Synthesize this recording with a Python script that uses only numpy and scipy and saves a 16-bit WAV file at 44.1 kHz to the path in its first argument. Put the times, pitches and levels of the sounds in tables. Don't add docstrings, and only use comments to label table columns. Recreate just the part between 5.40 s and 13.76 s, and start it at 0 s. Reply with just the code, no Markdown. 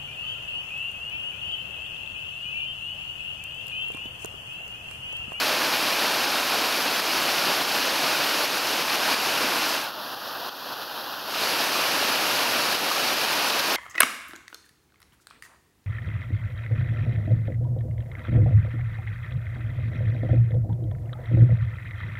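import sys
import numpy as np
from scipy import signal
from scipy.io import wavfile
from scipy.ndimage import uniform_filter1d

SR = 44100
rng = np.random.default_rng(int(sys.argv[2]) if len(sys.argv) > 2 else 0)


def gain_from_decibels(decibels):
    exponent = np.asarray(decibels, float) / 20
    return 10 ** exponent


def file_out(sig):
    cols = np.atleast_2d(sig).T
    lim = np.clip(cols, -1, 1)
    pcm = np.round(lim * 32767).astype(np.int16)
    wavfile.write(sys.argv[1], SR, pcm)


N = 368676


def evened(x):
    return x / np.sqrt(np.mean(x ** 2) + 1e-20)


def read(points, hz):
    f, value = np.transpose(points)
    return np.interp(np.log(hz + 1), np.log(f + 1), value)


def curve(points, t):
    return np.interp(t, *np.transpose(points))


def add(mix, s, sound):
    part = mix[max(round(s * SR), 0):][:len(sound)]
    part += sound[:len(part)]


# [t/s, level/dB]
FLOW = [(0, -23), (0.6, -23.5), (1.5, -24), (1.95, -23), (2.45, -24), (2.75, -23), (3.3, -24.5),
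        (3.7, -22.5), (3.98, -24), (4.5, -24.5), (4.7, -22.5), (5.6, -22), (6.05, -23.5), (7.0, -22.5),
        (7.5, -23.5), (7.7, -23), (7.9, -23.5), (8.36, -22.5)]
# [f/Hz, level/dB per Hz]
WATER_COLOUR = [(30, -34), (75, -22.5), (125, -13), (220, -7), (265, -3), (400, -6), (600, -1.5),
                (800, -1.5), (1650, -2.5), (2050, -7), (2450, -2.5), (2900, -3.5), (3400, -6.5), (4500, -5)]
# [f/Hz, level/dB]
MIC_PORT = [(4500, -1), (5500, -3), (6800, -9.5), (7600, -14), (8400, -15), (10000, -11.5), (12000, -8),
            (13200, -11.5), (14300, -15), (15600, -15)]


def waterfall(fizz_db=-9, plunge_hz=1100):
    spray = wash() + gain_from_decibels(fizz_db) * fizz()
    hz, t, z = signal.stft(spray, SR, nperseg=2048, noverlap=1536)
    colour_db = read(WATER_COLOUR, hz) + read(MIC_PORT, hz)
    low_db = plunge_db(t) / (1 + (hz[:, None] / plunge_hz) ** 2)
    z = z * gain_from_decibels(colour_db[:, None] + low_db)
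    water = signal.istft(z, SR, nperseg=2048, noverlap=1536)[1][:N]
    level_db = curve(FLOW, np.arange(N) / SR) + surge_db()
    return evened(water) * gain_from_decibels(level_db)


def wash(patchy_db=0.21, sheets_db=0.38, flicker_db=0.33):
    frames = N // 64 + 5
    real, imag, small, wide = rng.standard_normal((frames, 129, 4)).T
    small = uniform_filter1d(small, size=3, axis=0)
    small = evened(uniform_filter1d(small, size=40, axis=1))
    wide = uniform_filter1d(wide, size=30, axis=0)
    wide = evened(uniform_filter1d(wide, size=30, axis=1))
    flicker = evened(uniform_filter1d(rng.standard_normal(frames), size=8))
    swell_db = patchy_db * small + sheets_db * wide + flicker_db * flicker
    z = (real + 1j * imag) * gain_from_decibels(swell_db)
    return evened(signal.istft(z, nperseg=256, noverlap=192)[1][:N])


def fizz(bubbles_per_s=6000, cycles=9, glide=0.1206, spread_db=2.0):
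    starts = rng.random(N) < bubbles_per_s / SR
    strength = gain_from_decibels(spread_db * np.minimum(rng.exponential(1, N), 5)) * starts
    kind = rng.integers(0, 32, N)
    out = np.zeros(N)
    for k, hz in enumerate(np.geomspace(250, 4500, 32)):
        turns = np.arange(2000) * hz / SR
        ring = np.sin(2 * np.pi * turns * (1 + glide * turns / cycles))
        grain = ring * turns * np.exp(-3 * turns / cycles)
        grain /= np.linalg.norm(grain)
        out += np.sqrt(hz) * signal.oaconvolve(strength * (kind == k), grain)[:N]
    return evened(out)


# [t/s, extra level of the low roar/dB]
PLUNGES = [(.14, 1), (.32, 1), (.85, 2), (1.12, 2), (1.22, 2), (1.8, 0.5), (1.9, 1.5), (2.1, 3.5),
           (2.5, -0.5), (2.65, 1.5), (2.83, 1.5), (3.0, 3), (3.32, 1.5), (3.68, 1.5), (4.06, 4.5),
           (4.14, 2), (4.6, 2.5), (4.9, -0.5), (5.6, 0), (6.15, 0), (6.44, 1), (6.52, -0.5), (6.6, 1.5),
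           (7.17, 1.5), (7.52, -1.5), (7.65, 1.5), (7.97, 1.5), (8.07, 2.5), (8.3, 0.5)]


def plunge_db(t, lull_db=-0.54, half_width_s=0.033):
    s, db = np.transpose(PLUNGES)
    return lull_db + np.exp(-((t[:, None] - s) / half_width_s) ** 2) @ db


# [t/s, limiter duck level/dB]
SLAPS = [(.15, 1.5), (.304, 0.5), (.372, 1.2), (.535, 1), (.8536, 1.5), (1.0117, 1.5), (1.38, 1), (1.6, 2),
         (2.229, 2.5), (2.737, 1.3), (3.0572, 2.5), (3.1846, 1.5), (3.4252, 2.8), (3.5578, 2.5),
         (3.7455, 3), (4.19, 0.5), (4.745, 2.6), (5.094, 5), (5.341, 2), (5.4398, 2.5), (5.6679, 0.5),
         (6.2756, 1.5), (6.7619, 1.5), (7.0346, 1.2), (7.354, 3), (7.7416, 2), (7.85, 1.2), (8.1058, 2),
         (8.2053, 2)]


def slaps(tone_hz=3500, length_s=0.00018):
    t, out = np.arange(-64, 65) / SR, np.zeros(N)
    click = np.cos(2 * np.pi * tone_hz * t - .6) * np.exp(-(t / length_s) ** 2)
    for s, duck_db in SLAPS:
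        add(out, s - 64 / SR, gain_from_decibels(2 * duck_db - 20) * click)
    return out


def surge_db(build_s=0.03, share=0.21):
    out, t = np.zeros(N), np.arange(-SR // 8, 0) / SR
    for s, duck_db in SLAPS:
        add(out, s + t[0], share * duck_db * np.exp(-(t / build_s) ** 2))
    return out


# [t/s, peak level/dB, f/Hz]
PLOPS = [(0.217, -16, 1274), (1.146, -20, 1070), (2.382, -18, 1270), (2.901, -33, 786), (4.118, -20, 1140),
         (6.07, -22, 1000), (6.338, -22, 2410), (6.624, -16, 586), (7.16, -19, 960), (7.239, -20, 1300),
         (7.513, -13.5, 890)]


def plops(cycles=1.95, glide=0.11, trim_db=-3):
    out = np.zeros(N)
    for s, db, hz in PLOPS:
        turns = np.arange(600) * hz / SR
        shape = turns / cycles * np.exp(1 - turns / cycles)
        ring = np.sin(2 * np.pi * turns * (1 + glide * turns / cycles))
        add(out, s, gain_from_decibels(db + trim_db) * shape ** 2 * ring)
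    return out


def scene():
    return np.tile(waterfall() + slaps() + plops(), (2, 1))


def limiter_db(hold_s=0.013, recover_db_per_s=24, attack_s=0.002):
    out, t = np.zeros(N), np.arange(SR // 2) / SR
    for s, duck_db in SLAPS:
        left_db = np.clip(duck_db - recover_db_per_s * (t - hold_s), 0, max(duck_db, 0))
        add(out, s, -left_db * (1 - np.exp(-t / attack_s)))
    return out


# [f/Hz, level/dB]
ZOOM_FILTER = [(30, -2.5), (250, -12), (450, -11), (900, -8), (1500, -9), (1950, -16.5), (2250, -26.5),
               (2600, -16.5), (3300, -10.5), (5000, -12.5), (6500, -17), (8000, -23), (12300, -9.5),
               (15600, -6)]
# [t/s, share 0-1]
ZOOM = [
    (4.345, 0.02),
    (4.52, 1),
    (5.85, 0.99),
    (6.03, 0.06),
]


def zoom_filter(x, blend=0.82):
    hz, t, z = signal.stft(x, SR, nperseg=1024, noverlap=768)
    share = np.clip(curve(ZOOM, t), 0, 1) ** 0.87
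    filter_gain = gain_from_decibels(blend * read(ZOOM_FILTER, hz))[:, None]
    z = z * (1 - share + share * filter_gain) ** (1 / blend)
    return signal.istft(z, SR, nperseg=1024, noverlap=768)[1][:, :N]


# [t/s, low f/Hz, high f/Hz, level/dB]
NOISE_BURSTS = [(0.18, 13070.0, 14490.0, -48.5), (0.878, 7570.0, 8880, -50.5), (1.32, 7590.0, 10170, -45.1),
                (1.411, 4610, 5710.0, -37.3), (1.551, 5150.0, 6700, -40.1),
                (1.761, 13070.0, 15170.0, -48.2), (1.993, 9700.0, 10940, -44.3),
                (2.826, 9570, 11020.0, -46.1), (2.92, 11030.0, 12420.0, -46.2),
                (3.803, 9630.0, 11030.0, -46.2), (3.803, 13820, 15140.0, -54), (4.175, 6020, 7600.0, -47),
                (4.175, 8980.0, 10340.0, -49.2), (4.29, 8950.0, 10340.0, -48.7),
                (4.29, 11000.0, 12410.0, -46.3), (6.033, 7500, 8950.0, -52), (6.73, 4660.0, 5710.0, -38.0),
                (6.73, 13080.0, 14430.0, -47.3), (7.219, 10980, 12420.0, -42.2),
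                (7.68, 8940.0, 10340, -46.8), (7.795, 8250.0, 9650.0, -49.0), (7.911, 7570.0, 10280, -43.6),
                (8.075, 5150.0, 6260, -39.3), (8.075, 11740.0, 13070.0, -43.3),
                (8.075, 13790.0, 15110.0, -50.9)]


def swapped_noise(first_frame=823):
    out, n, line = np.zeros(N), np.arange(2048) + .5, np.arange(1024) + .5
    noise = rng.standard_normal((len(NOISE_BURSTS), 1024))
    for row, (s, lo_hz, hi_hz, db) in zip(noise, NOISE_BURSTS):
        band = (line > lo_hz * 2048 / SR) & (line < hi_hz * 2048 / SR)
        frame = np.cos(np.pi / 1024 * np.outer(n + 512, line[band])) @ row[band]
        start = first_frame + 1024 * (round((s * SR - first_frame) / 1024) - 1)
        add(out, start / SR, gain_from_decibels(db) * evened(frame) * np.sin(np.pi * n / 2048))
    return out * np.array([[1], [-1]])


def band_limit(x):
    return signal.sosfilt(signal.butter(12, 16350, fs=SR, output="sos"), x)


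def record(dry, whine_hz=14985, whine_q=32, edge_hz=15745):
    ducked = dry * gain_from_decibels(limiter_db())
    filtered = zoom_filter(ducked)
    notched = signal.lfilter(*signal.iirnotch(whine_hz, whine_q, SR), filtered)
    edge = signal.firwin(2047, edge_hz, window=("kaiser", 9), fs=SR)
    cut = signal.oaconvolve(notched, edge[None], "same", axes=1)
    return band_limit(cut + swapped_noise())


dry = scene()
out = record(dry)
file_out(out)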